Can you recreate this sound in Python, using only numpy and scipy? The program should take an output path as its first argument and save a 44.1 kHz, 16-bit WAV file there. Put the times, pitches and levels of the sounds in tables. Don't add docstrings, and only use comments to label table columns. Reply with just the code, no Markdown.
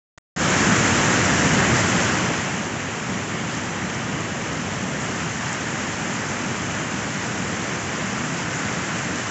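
import sys
import numpy as np
from scipy import signal
from scipy.fft import rfft, irfft
from scipy.io import wavfile
from scipy.ndimage import uniform_filter1d

SR = 44100
rng = np.random.default_rng(int(sys.argv[2]) if len(sys.argv) > 2 else 0)


def wav_out(sig):
    wavfile.write(sys.argv[1], SR, np.round(np.clip(np.atleast_2d(sig).T, -1, 1) * 32767).astype(np.int16))


N = 410130

# (frequency [Hz], relative level [dB])
WATER_TONE = [(28.0, -35.5), (62.0, -14.5), (100.0, -2), (195.0, 0.33), (420.0, -8.5), (950.0, -11.5),
              (1900.0, -10.5), (2450.0, -15), (3000.0, -16), (3650.0, -23.5), (4500.0, -25.5),
              (6400.0, -18.5), (7500.0, -18), (8100.0, -41)]
# (time [s], turn [0 = facing the fall, 1 = facing the bank])
MIC_TURN = [(0.9, 0), (2.6, 0.87), (4.1, 1), (5.0, 0.76), (5.45, 0.14), (6.6, 0.41), (7.8, 0.35), (8.5, 0)]
# (time [s], relative level [dB], pitch [Hz])
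NEAR_DROPS = [(4.2063, -18, 7100), (4.8279, -17, 6630), (5.529, -10, 7440), (9.1581, -14, 6840)]

ROAR_TOP_HZ, SPRAY_FROM_HZ = 702, 3570


def gain(db):
    return 10 ** (np.asarray(db) / 20)


def normalize(x):
    return x / np.sqrt(np.mean(x ** 2))


def wander(per_second):
    hold = int(SR / per_second)
    steps = rng.standard_normal(2048)[np.arange(N) // hold % 2048]
    return normalize(uniform_filter1d(uniform_filter1d(steps, hold), hold))


def water_band(x, low_hz, high_hz):
    hz = np.maximum(np.arange(N // 2 + 1) * SR / N, 1)
    table_hz, table_db = np.transpose(WATER_TONE)
    tone = gain(np.interp(np.log(hz), np.log(table_hz), table_db))
    soft_edges = ((1 + (low_hz / hz) ** 10) * (1 + (hz / high_hz) ** 10)) ** -.5
    return normalize(irfft(rfft(x) * soft_edges * tone, N))


def bubble(hz, cycles, glide):
    elapsed_cycles = np.arange(int(cycles * SR / hz) + 2) * hz / SR
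    age = elapsed_cycles / cycles
    return np.sin(2 * np.pi * elapsed_cycles * (1 + glide * age / 2)) * np.exp(-np.log(1000) * age)


def bubble_swarm(low_hz, high_hz, pitches, per_pitch, cycles, glide, spread_db, flurry_db, flurry_rate):
    out = np.zeros(N)
    for hz in np.geomspace(low_hz, high_hz, pitches):
        when, chance, coin_flip = rng.random((per_pitch, 3)).T
        strength = np.minimum(-np.log(1 - chance), np.log(300))
        kicks = gain(spread_db * strength) * np.sign(coin_flip - .5)
        births = np.bincount((when * N).astype(int), kicks, N)
        rings = signal.oaconvolve(births, bubble(hz, cycles, glide))[:N]
        out += np.sqrt(hz) * normalize(rings) * gain(flurry_db * wander(flurry_rate))
    return out


def pool_roar(throb_db=0.53):
    clouds = bubble_swarm(44.3, 1007, pitches=14, per_pitch=3000, cycles=7.4, glide=0.044,
                          spread_db=2.5, flurry_db=1.0, flurry_rate=6)
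    swirl = rng.standard_normal(N)
    roar = water_band(clouds, 15, ROAR_TOP_HZ) + 0.75 * water_band(swirl, 15, ROAR_TOP_HZ)
    return normalize(roar) * gain(throb_db * wander(per_second=9))


def rapids(churn_db, churn_hz=1520, surge_db=0.43):
    bubbles = bubble_swarm(562, 4500, pitches=16, per_pitch=9000, cycles=15, glide=0.19,
                           spread_db=3.0, flurry_db=1.0, flurry_rate=14)
    wash = water_band(rng.standard_normal(N), ROAR_TOP_HZ, SPRAY_FROM_HZ)
    rush = normalize(water_band(bubbles, ROAR_TOP_HZ, SPRAY_FROM_HZ) + wash)
    churn = signal.lfilter(*signal.iirpeak(churn_hz, Q=2.3, fs=SR), rush)
    rush += (gain(churn_db) - 1) * churn
    return rush * gain(surge_db * wander(per_second=12))


def spray(burst_db=0.34):
    fizz = bubble_swarm(3270, 8380, pitches=10, per_pitch=9000, cycles=23, glide=0.12,
                        spread_db=3.0, flurry_db=1.7, flurry_rate=31)
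    mist = rng.standard_normal(N)
    hiss = water_band(fizz, SPRAY_FROM_HZ, 11000) + 1.2 * water_band(mist, SPRAY_FROM_HZ, 9000)
    return normalize(hiss) * gain(burst_db * wander(per_second=22))


def drops(volume_db=-4, top_hz=7600):
    out = np.zeros(N)
    for time_s, level_db, hz in NEAR_DROPS:
        tick = gain(level_db + volume_db) * bubble(hz, cycles=45, glide=.02)
        start = int(time_s * SR)
        out[start:start + len(tick)] += tick[:N - start]
    return signal.sosfilt(signal.butter(20, top_hz, fs=SR, output="sos"), out)


def scene(water_db=-26.5):
    t = np.arange(N) / SR
    turned = np.interp(t, *np.transpose(MIC_TURN))
    early_boost_db = np.interp(t, [1.985, 2.7], [8, 0])
    roar = gain(early_boost_db - 2.5) * pool_roar()
    rush = gain(early_boost_db - 4) * rapids(churn_db=2.5 - 3.5 * turned)
    fizz = gain(early_boost_db - 8.5 - 2.5 * turned) * spray()
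    return (gain(water_db) * (roar + rush + fizz) + drops())[None]


def record(dry, top_hz=8280):
    blip_at_s, blip_length_s, blip_db = .1765, .007, -21
    open_at_s, fade_in_s, open_from_db = .362, 0.034, -11
    t = np.arange(N) / SR
    blip = gain(blip_db) * ((t >= blip_at_s) & (t < blip_at_s + blip_length_s))
    since_open_s = np.maximum(t - open_at_s, 0)
    opening = (t >= open_at_s) * gain(open_from_db * np.exp(-since_open_s / fade_in_s))
    low_pass = signal.ellip(10, .1, 80, top_hz, fs=SR, output="sos")
    return signal.sosfilt(low_pass, dry * (blip + opening))


dry = scene()
out = record(dry)
wav_out(out)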